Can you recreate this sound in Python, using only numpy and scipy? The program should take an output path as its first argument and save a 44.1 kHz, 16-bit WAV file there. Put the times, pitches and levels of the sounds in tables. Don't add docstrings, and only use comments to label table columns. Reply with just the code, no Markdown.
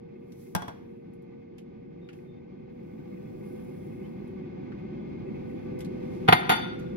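import sys
import numpy as np
from scipy import signal
from scipy.fft import rfft, irfft, next_fast_len
from scipy.io import wavfile
from scipy.ndimage import uniform_filter1d, minimum_filter1d

SR = 44100
rng = np.random.default_rng(int(sys.argv[2]) if len(sys.argv) > 2 else 0)


def to_wav(s):
    ch = np.atleast_2d(s).T
    pcm = np.round(np.clip(ch, -1, 1) * 32767)
    wavfile.write(sys.argv[1], SR, pcm.astype(np.int16))


N = 306936
TIME = np.arange(N) / SR
AGE = TIME[:SR]
EAR_DELAY_S = .00043

# frequency in Hz, side relative to mid in dB.
KNOCK_WIDTH = [(60, -13.5), (170, -11), (400, -2.5), (750, 5.5), (1050, -3), (1400, 4.5), (3500, -1.5),
               (8000, 7), (12000, -14.5)]


def sugar(lumps_db, lumps_per_s):
    # frequency in Hz, relative level in dB per Hz.
    grain_spectrum = [(1500, -18), (3200, -6), (5000, 2.5), (7500, -5.5), (9000, -3), (11000, -1.5),
                      (15000, 3), (16500, -1.5)]
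    # centre in Hz, width in Hz, gain in dB.
    pot = [(8100, 150, 5), (9850, 320, 12), (10660, 940, 11), (11940, 320, 11)]
    width = [(3000, -9), (8000, 8.5), (12000, -15)]   # (Hz, side minus mid dB)
    start_s, length_s, pour_db, arch_power = 2.68, 1.77, -77.5, 0.6
    tipped = np.clip((TIME - start_s) / length_s, 0, 1)
    arch = abs(np.sin(np.pi * tipped)) ** arch_power
    slide_s, rise_s, fade_s, slide_db = 3.34, 0.13, 1, 5
    slide = np.interp(TIME - slide_s, [0, rise_s, rise_s + fade_s], [0, 1, 0])
    flow = arch * from_db(slide_db * slide + lumps_db * drift(lumps_per_s))
    crystals = grains(per_s=8700)
    heap = colour(crystals, grain_spectrum, width)
    steel = colour(crystals, grain_spectrum, width, pot)
    return from_db(pour_db) * flow * ((1 - slide) * heap + slide * steel)


def grains(per_s):
    struck = rng.random((2, N)) < per_s / SR
    return rms_one(white(N) * struck)


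def glass_cup():
    # start in seconds, knock level in dB, knock tilt in dB per octave,
    # knock t60 in seconds, tail in dB relative to the knock, ring level in dB, ring tilt in dB per octave.
    hits = [(6.2785, -22, -0.5, 0.047, -17, -64, -4), (6.2848, -6.5, -1.5, 0.039, -17.5, -54.5, 4.5),
            (6.3238, -6, 0.6, 0.045, -24.5, -50.5, 4), (6.4925, -16, 0.5, 0.094, -15, -41, 2),
            (6.516, -22, -0.2, 0.091, -13.5, -36, -1.5)]
    # frequency in Hz, relative level in dB per Hz.
    knock_spectrum = [(45, -28), (105, 1.5), (165, 5), (260, -2.5), (400, -0.5), (600, -5.5), (730, 2),
                      (1150, -7.5), (2200, -6), (3500, -13), (4500, -21.5), (5300, -31), (6500, -39),
                      (8500, -74), (15000, -55)]
    # centre in Hz, width in Hz, gain in dB.
    counter_peaks = [(566, 44, -15), (767, 140, 5.5), (998, 17, 10), (1242, 22, 8.5), (1390, 150, 8.5),
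                     (1720, 33, -18), (1866, 29, 6.5), (2097, 32, 9), (3030, 48, 2.5), (3490, 240, 7.5),
                     (4120, 180, -2.5), (4420, 140, 9), (9850, 1550, 43.5), (11900, 410, 35),
                     (13500, 220, 26)]
    # frequency in Hz, relative level in dB, t60 in seconds.
    modes = [(755, -21, 0.35), (895, 0.5, 0.5), (1424, -2, 0.91), (2090, -7, 0.41), (3058, -6, 0.47),
             (3523, 3, 0.63), (3770, 0.5, 0.41), (4543, -1, 0.47), (5730, -23, 0.69), (6710, -11, 0.23),
             (8021, -20.5, 0.18), (9820, -7, 0.33), (10310, -1, 0.14), (11720, -5.5, 0.24),
             (11800, -11, 0.18), (13430, -14, 0.2)]
    return set_down(hits, knock_spectrum, counter_peaks, modes, attack_s=0.0027, hold_s=0.004,
                    crack_db=-6, crack_t60=0.022, shimmer_db=-1.5)


def plastic_cup():
    # start in seconds, knock level in dB, knock tilt in dB per octave,
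    # knock t60 in seconds, tail in dB relative to the knock, ring level in dB, ring tilt in dB per octave.
    hits = [(.5499, -23, 0, 0.044, -20, -34, -2.5), (.562, -32, -1, .06, -19.5, -37.5, -3.5),
            (.6210, -34.5, -2.1, 0.065, -19, -48, 6), (.681, -34, -2.5, 0.085, -19.5, -49, 2)]
    # frequency in Hz, relative level in dB per Hz.
    knock_spectrum = [(50, -12), (165, 3), (280, 1.5), (520, -6), (880, 3.5), (1300, -8), (2000, -11.5),
                      (2700, -16.5), (3400, -18), (4500, -22), (5700, -25.5), (7200, -26), (11500, -23.5),
                      (16000, -35.5)]
    # centre in Hz, width in Hz, gain in dB.
    walls = [(1150, 110, 2), (1606, 82, 5.5), (3320, 250, 7), (5120, 340, 4), (5750, 340, 10)]
    # frequency in Hz, relative level in dB, t60 in seconds.
    modes = [(174.8, 7.5, 0.17), (715, -15, 0.48), (853, 3.5, 0.13), (917, -11.5, 0.47), (1111, -8.5, 0.27),
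             (1432, -14, 0.33), (1598, -2, 0.13), (3350, -13, 0.2)]
    return set_down(hits, knock_spectrum, walls, modes, attack_s=0.0006, hold_s=0.00096,
                    crack_db=8.5, crack_t60=0.014, shimmer_db=0.0)


def set_down(hits, spectrum, peaks, modes, attack_s, hold_s, crack_db, crack_t60, shimmer_db):
    out = np.zeros((2, N))
    counter, kitchen = white(SR), room_tail(white(SR))
    for s, knock_db, tilt_db, knock_t60, tail_db, ring_db, ring_tilt_db in hits:
        held_decay = np.minimum(dying(knock_t60) * np.exp(np.log(1000) * hold_s / knock_t60), 1)
        thud = held_decay * (1 - np.exp(-AGE / attack_s))
        crack = from_db(crack_db) * np.diff(white(SR + 1)) * dying(crack_t60)
        drive = even(counter * thud) + crack + from_db(tail_db) * kitchen
        knock = colour(drive, spectrum, KNOCK_WIDTH, peaks, tilt_db, lag=-0.7)
        ring = np.zeros((2, SR))
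        for hz, db, t60 in modes:
            mode_db = db + ring_tilt_db * np.log2(hz / 1000)
            ring += from_db(mode_db) * ringing(hz, t60, shimmer_db)
        add(out, s, from_db(knock_db) * knock + from_db(ring_db) * ring)
    return out


def even(burst):
    lines = rfft(burst, 2 * SR)
    humps = np.sqrt(uniform_filter1d(abs(lines) ** 2, size=301))
    return rms_one(irfft(lines / humps)[:, :SR]) * np.std(burst)


def ringing(hz, t60, shimmer_db):
    direct = np.exp(2j * np.pi * rng.random()) * np.array([[1], [1j]]) * dying(t60 / 2)
    reflected = from_db(shimmer_db) * shimmer(rate=25 + hz / 200) * dying(t60)
    mid, side = np.real((direct + reflected) * np.exp(2j * np.pi * hz * AGE)) * (1 - dying(0.016))
    return mid + side * from_db(at_hz(KNOCK_WIDTH, hz)) * np.array([[1], [-1]])


def shimmer(rate):
    knots = rng.standard_normal((2, 1024)) + 1j * rng.standard_normal((2, 1024))
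    wandering = np.array([np.interp(AGE * rate, np.arange(len(k)), k) for k in knots])
    return wandering * np.sqrt(3 / 4)


def room_tail(noise):
    # frequency in Hz, t60 in seconds.
    kitchen_t60 = [(100, 0.37), (700, 0.56), (3000, 0.79), (7000, 0.41), (14000, 0.33)]
    octave = np.clip(np.log2((np.fft.rfftfreq(SR, 1 / SR) + 1) / 125), 0, 7)
    lines = rfft(noise)
    tail = np.zeros((2, SR))
    for k in range(8):
        band = irfft(lines * np.maximum(1 - abs(octave - k), 0), SR)
        tail += band * dying(at_hz(kitchen_t60, 125 * 2 ** k))
    return tail * (1 - dying(0.017))


def fan(waver, lag):
    # frequency in Hz, relative level in dB per Hz.
    rumble = [(25, -32.5), (42, -25), (54, -12), (68, -14.5), (100, -8), (165, 0), (240, -1.5), (300, -8),
              (375, -1), (425, -20), (520, -22.5), (640, -29), (900, -80.5)]
    air = [(450, -19.5), (650, -17), (750, 3), (1000, -7), (1350, -16.5), (1750, -12), (2400, -10.5),
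           (3000, -20.5), (4500, -24), (6500, -34.5), (8000, -56.5), (11500, -46.5)]
    flutter = [(1500, -40.5), (2000, -6.5), (2150, -2), (2300, -16.5), (2550, -4), (3100, -45)]
    # centre in Hz, width in Hz, gain in dB.
    duct = [(1185, 110, 10), (1513, 49, 12), (2152, 81, 12), (2500, 260, 2.5), (3210, 25, 10.5),
            (3440, 37, 10.5)]
    # frequency in Hz, side relative to mid in dB.
    fan_width = [(50, -13.5), (110, -13.5), (190, -6), (280, -0.5), (370, -5), (470, 12), (640, 7.5),
                 (850, 0.5), (1750, 0.5), (2150, -4.5), (3000, -0.5), (9000, 1.5)]
    # share of the blade pitch, dB relative to the blade level, radians between the ears.
    tones = [(.375, -10.5, 0.46), (.747, -10, 1.6), (1, -1, 2.416)]
    # time in seconds, gain in dB.
    swell = [(1.4, -1.1), (2.7, 0.5), (3.15, 4.5), (4.3, 6.5), (5.9, 10.5), (6.96, 9.5)]
    # time in seconds, level in dB.
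    blade_level = [(1.2, -47), (2.5, -50.5), (3.6, -44.5), (4.8, -50), (5.8, -40)]
    speed_up_s, settle_s, slow_hz, fast_hz = 1.7, 1.2, 468, 497.8
    rumble_db, air_db, flutter_db = -47, -68.5, -81.5
    flutter_depth_db, flutters_per_s = 6, 68

    lagging = np.exp(-np.maximum(TIME - speed_up_s, 0) / settle_s)
    blade_hz = fast_hz + (slow_hz - fast_hz) * lagging
    swell_db, blade_db = in_time(swell), in_time(blade_level)
    out = from_db(rumble_db + swell_db) * colour(white(N), rumble, fan_width, lag=lag)
    turns = np.cumsum(blade_hz * (1 + waver * drift(17))) / SR
    for share, db, apart in tones:
        phase = 2 * np.pi * share * turns + apart * np.array([[-.5], [.5]])
        out += from_db(blade_db + db + 1.1 * drift(11)) * np.sin(phase)
    fluttering_db = flutter_db + swell_db + flutter_depth_db * drift(flutters_per_s)
    out += from_db(fluttering_db) * colour(white(N), flutter, fan_width, lag=lag)
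    rushing_db = air_db + swell_db + 1.1 * drift(30)
    return out + from_db(rushing_db) * colour(white(N), air, fan_width, duct, lag=lag)


def clothes(flutter_db):
    # peak time in seconds, peak level in dB, rise in dB per second,
    # fall in dB per second, tilt in dB per octave.
    rustles = [(0.41, -67, 118.5, 41.5, 6.5), (2.17, -78, 151, 110, 4.5), (5.5, -79, 63.5, 63, 5),
               (6.13, -67.5, 33, 18, -1), (6.8, -61, 909, 112, -4)]
    # frequency in Hz, relative level in dB per Hz.
    cloth = [(1500, 3.5), (3500, 4.5), (6000, -1), (8000, -8), (11500, -0.5), (15500, -11)]
    out = np.zeros((2, N))
    fibres = grains(per_s=21000) * from_db(flutter_db * drift(20))
    for s, db, rise, fall, tilt_db in rustles:
        rubbing = from_db(db - rise * np.maximum(s - TIME, 0) - fall * np.maximum(TIME - s, 0))
        out += rubbing * colour(fibres, cloth, KNOCK_WIDTH, tilt_db=tilt_db)
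    return out


def taps(t60, room_db, width_hz, resonance_db):
    # start in seconds, level in dB, tilt in dB per octave, resonance in Hz.
    ticks = [(0.32, -63, 5, 5830), (1.134, -75.5, 12.5, 10300), (1.582, -58, 3, 3000),
             (1.221, -79, 10, 11400), (2.088, -52, -5, 2820), (2.13, -62, 2.5, 2600),
             (4.275, -74.5, 12, 10100), (4.719, -56, -6, 1385), (5.789, -60, 10, 5000),
             (5.805, -50.5, 4.5, 3320), (5.846, -55.5, 3, 4280), (6.792, -65, 8, 6400)]
    # frequency in Hz, relative level in dB per Hz.
    tap_spectrum = [(100, -87), (800, -26), (1500, 2.5), (2900, 0.5), (5000, -8), (8000, -16), (12000, -14),
                    (16000, -40)]
    out = np.zeros((2, N))
    envelope = (dying(t60) + from_db(room_db) * dying(0.24)) * (1 - dying(0.0027))
    for s, db, tilt_db, hz in ticks:
        peak = [(hz, width_hz, resonance_db)]
        add(out, s, from_db(db) * colour(white(SR) * envelope, tap_spectrum, KNOCK_WIDTH, peak, tilt_db))
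    return out


def squeaks():
    # start in seconds, length in seconds, mid pitch in Hz, level in dB, glide as a share of the pitch.
    whistles = [(2.006, 0.088, 3670, -70.5, 0.025), (2.237, 0.18, 3600, -73, 0.0022),
                (4.029, 0.05, 3070, -64, 0.17)]
    out = np.zeros((2, N))
    for s, length, hz, db, glide in whistles:
        along = np.minimum(AGE / length, 1)
        tone = np.exp(2j * np.pi * np.cumsum(hz * (1 + glide * (along - .5))) / SR)
        add(out, s, from_db(db) * np.sin(np.pi * along) * np.real(tone * shimmer(rate=74)))
    return out


def colour(noise, spectrum, width, peaks=(), tilt_db=0, lag=0):
    size = next_fast_len(noise.shape[1] // 2 + 1) * 2
    hz = np.fft.rfftfreq(size, 1 / SR)
    db = at_hz(spectrum, hz) + tilt_db * np.log2(np.maximum(hz, 100))
    for centre, wide, peak_db in peaks:
        db = db + peak_db / (1 + (2 * (hz - centre) / wide) ** 2)
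    cepstrum = irfft(np.log(rms_one(from_db(db))))
    body = np.exp(2 * rfft(cepstrum[:size // 2], size) - cepstrum[0])
    mid, side = rfft(noise, size) * body
    lag = np.clip(lag, -1, 1) * np.sin(2 * np.pi * hz * EAR_DELAY_S)
    side = np.sqrt(1 - lag ** 2) * side - 1j * lag * mid
    side = side * from_db(at_hz(width, hz))
    mid, side = irfft([mid, side], size)[:, :noise.shape[1]]
    return np.array([mid + side, mid - side])


def white(size):
    return rng.standard_normal((2, size))


def drift(rate):
    knots = rng.standard_normal(4096)
    return np.interp(TIME * rate, np.arange(len(knots)), knots)


def dying(t60):
    return np.exp(-np.log(1000) * AGE / t60)


def in_time(rows):
    return np.interp(TIME, *np.transpose(rows))


def at_hz(points, hz):
    f, value = np.transpose(points)
    return np.interp(np.log(hz + 1), np.log(f), value)


def from_db(db):
    return 10 ** (np.asarray(db) / 20)


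def rms_one(x):
    return x / np.sqrt(np.mean(x ** 2) + 1e-20)


def pan(x, left_db):
    return x * from_db([[left_db / 2], [-left_db / 2]])


def add(out, s, sound):
    start = round(s * SR)
    out[:, start:start + SR] += sound[:, :N - start]


def limiter(x, release_db_per_s):
    over_db = np.maximum(20 * np.log10(abs(x).max(axis=0) / .9 + 1e-9), 0)
    release_db = release_db_per_s * TIME
    held_db = np.maximum.accumulate(over_db + release_db) - release_db
    return x * from_db(uniform_filter1d(minimum_filter1d(-held_db, size=89), size=89))


def scene():
    plastic = pan(plastic_cup(), left_db=0.5)
    glass = pan(glass_cup(), left_db=1.5)
    pour = sugar(lumps_db=-1.0, lumps_per_s=22)
    handling = taps(t60=0.064, room_db=-14.0, width_hz=660, resonance_db=8.0)
    background = fan(waver=0.002, lag=0.71) + clothes(flutter_db=1.5) + handling + squeaks()
    return pour + glass + plastic + background


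def record(dry):
    cutoff_hz = 15800
    held = limiter(dry, release_db_per_s=14)
    low_pass = signal.ellip(10, .2, 80, cutoff_hz, fs=SR, output="sos")
    return signal.sosfilt(low_pass, held)


dry = scene()
out = record(dry)
to_wav(out)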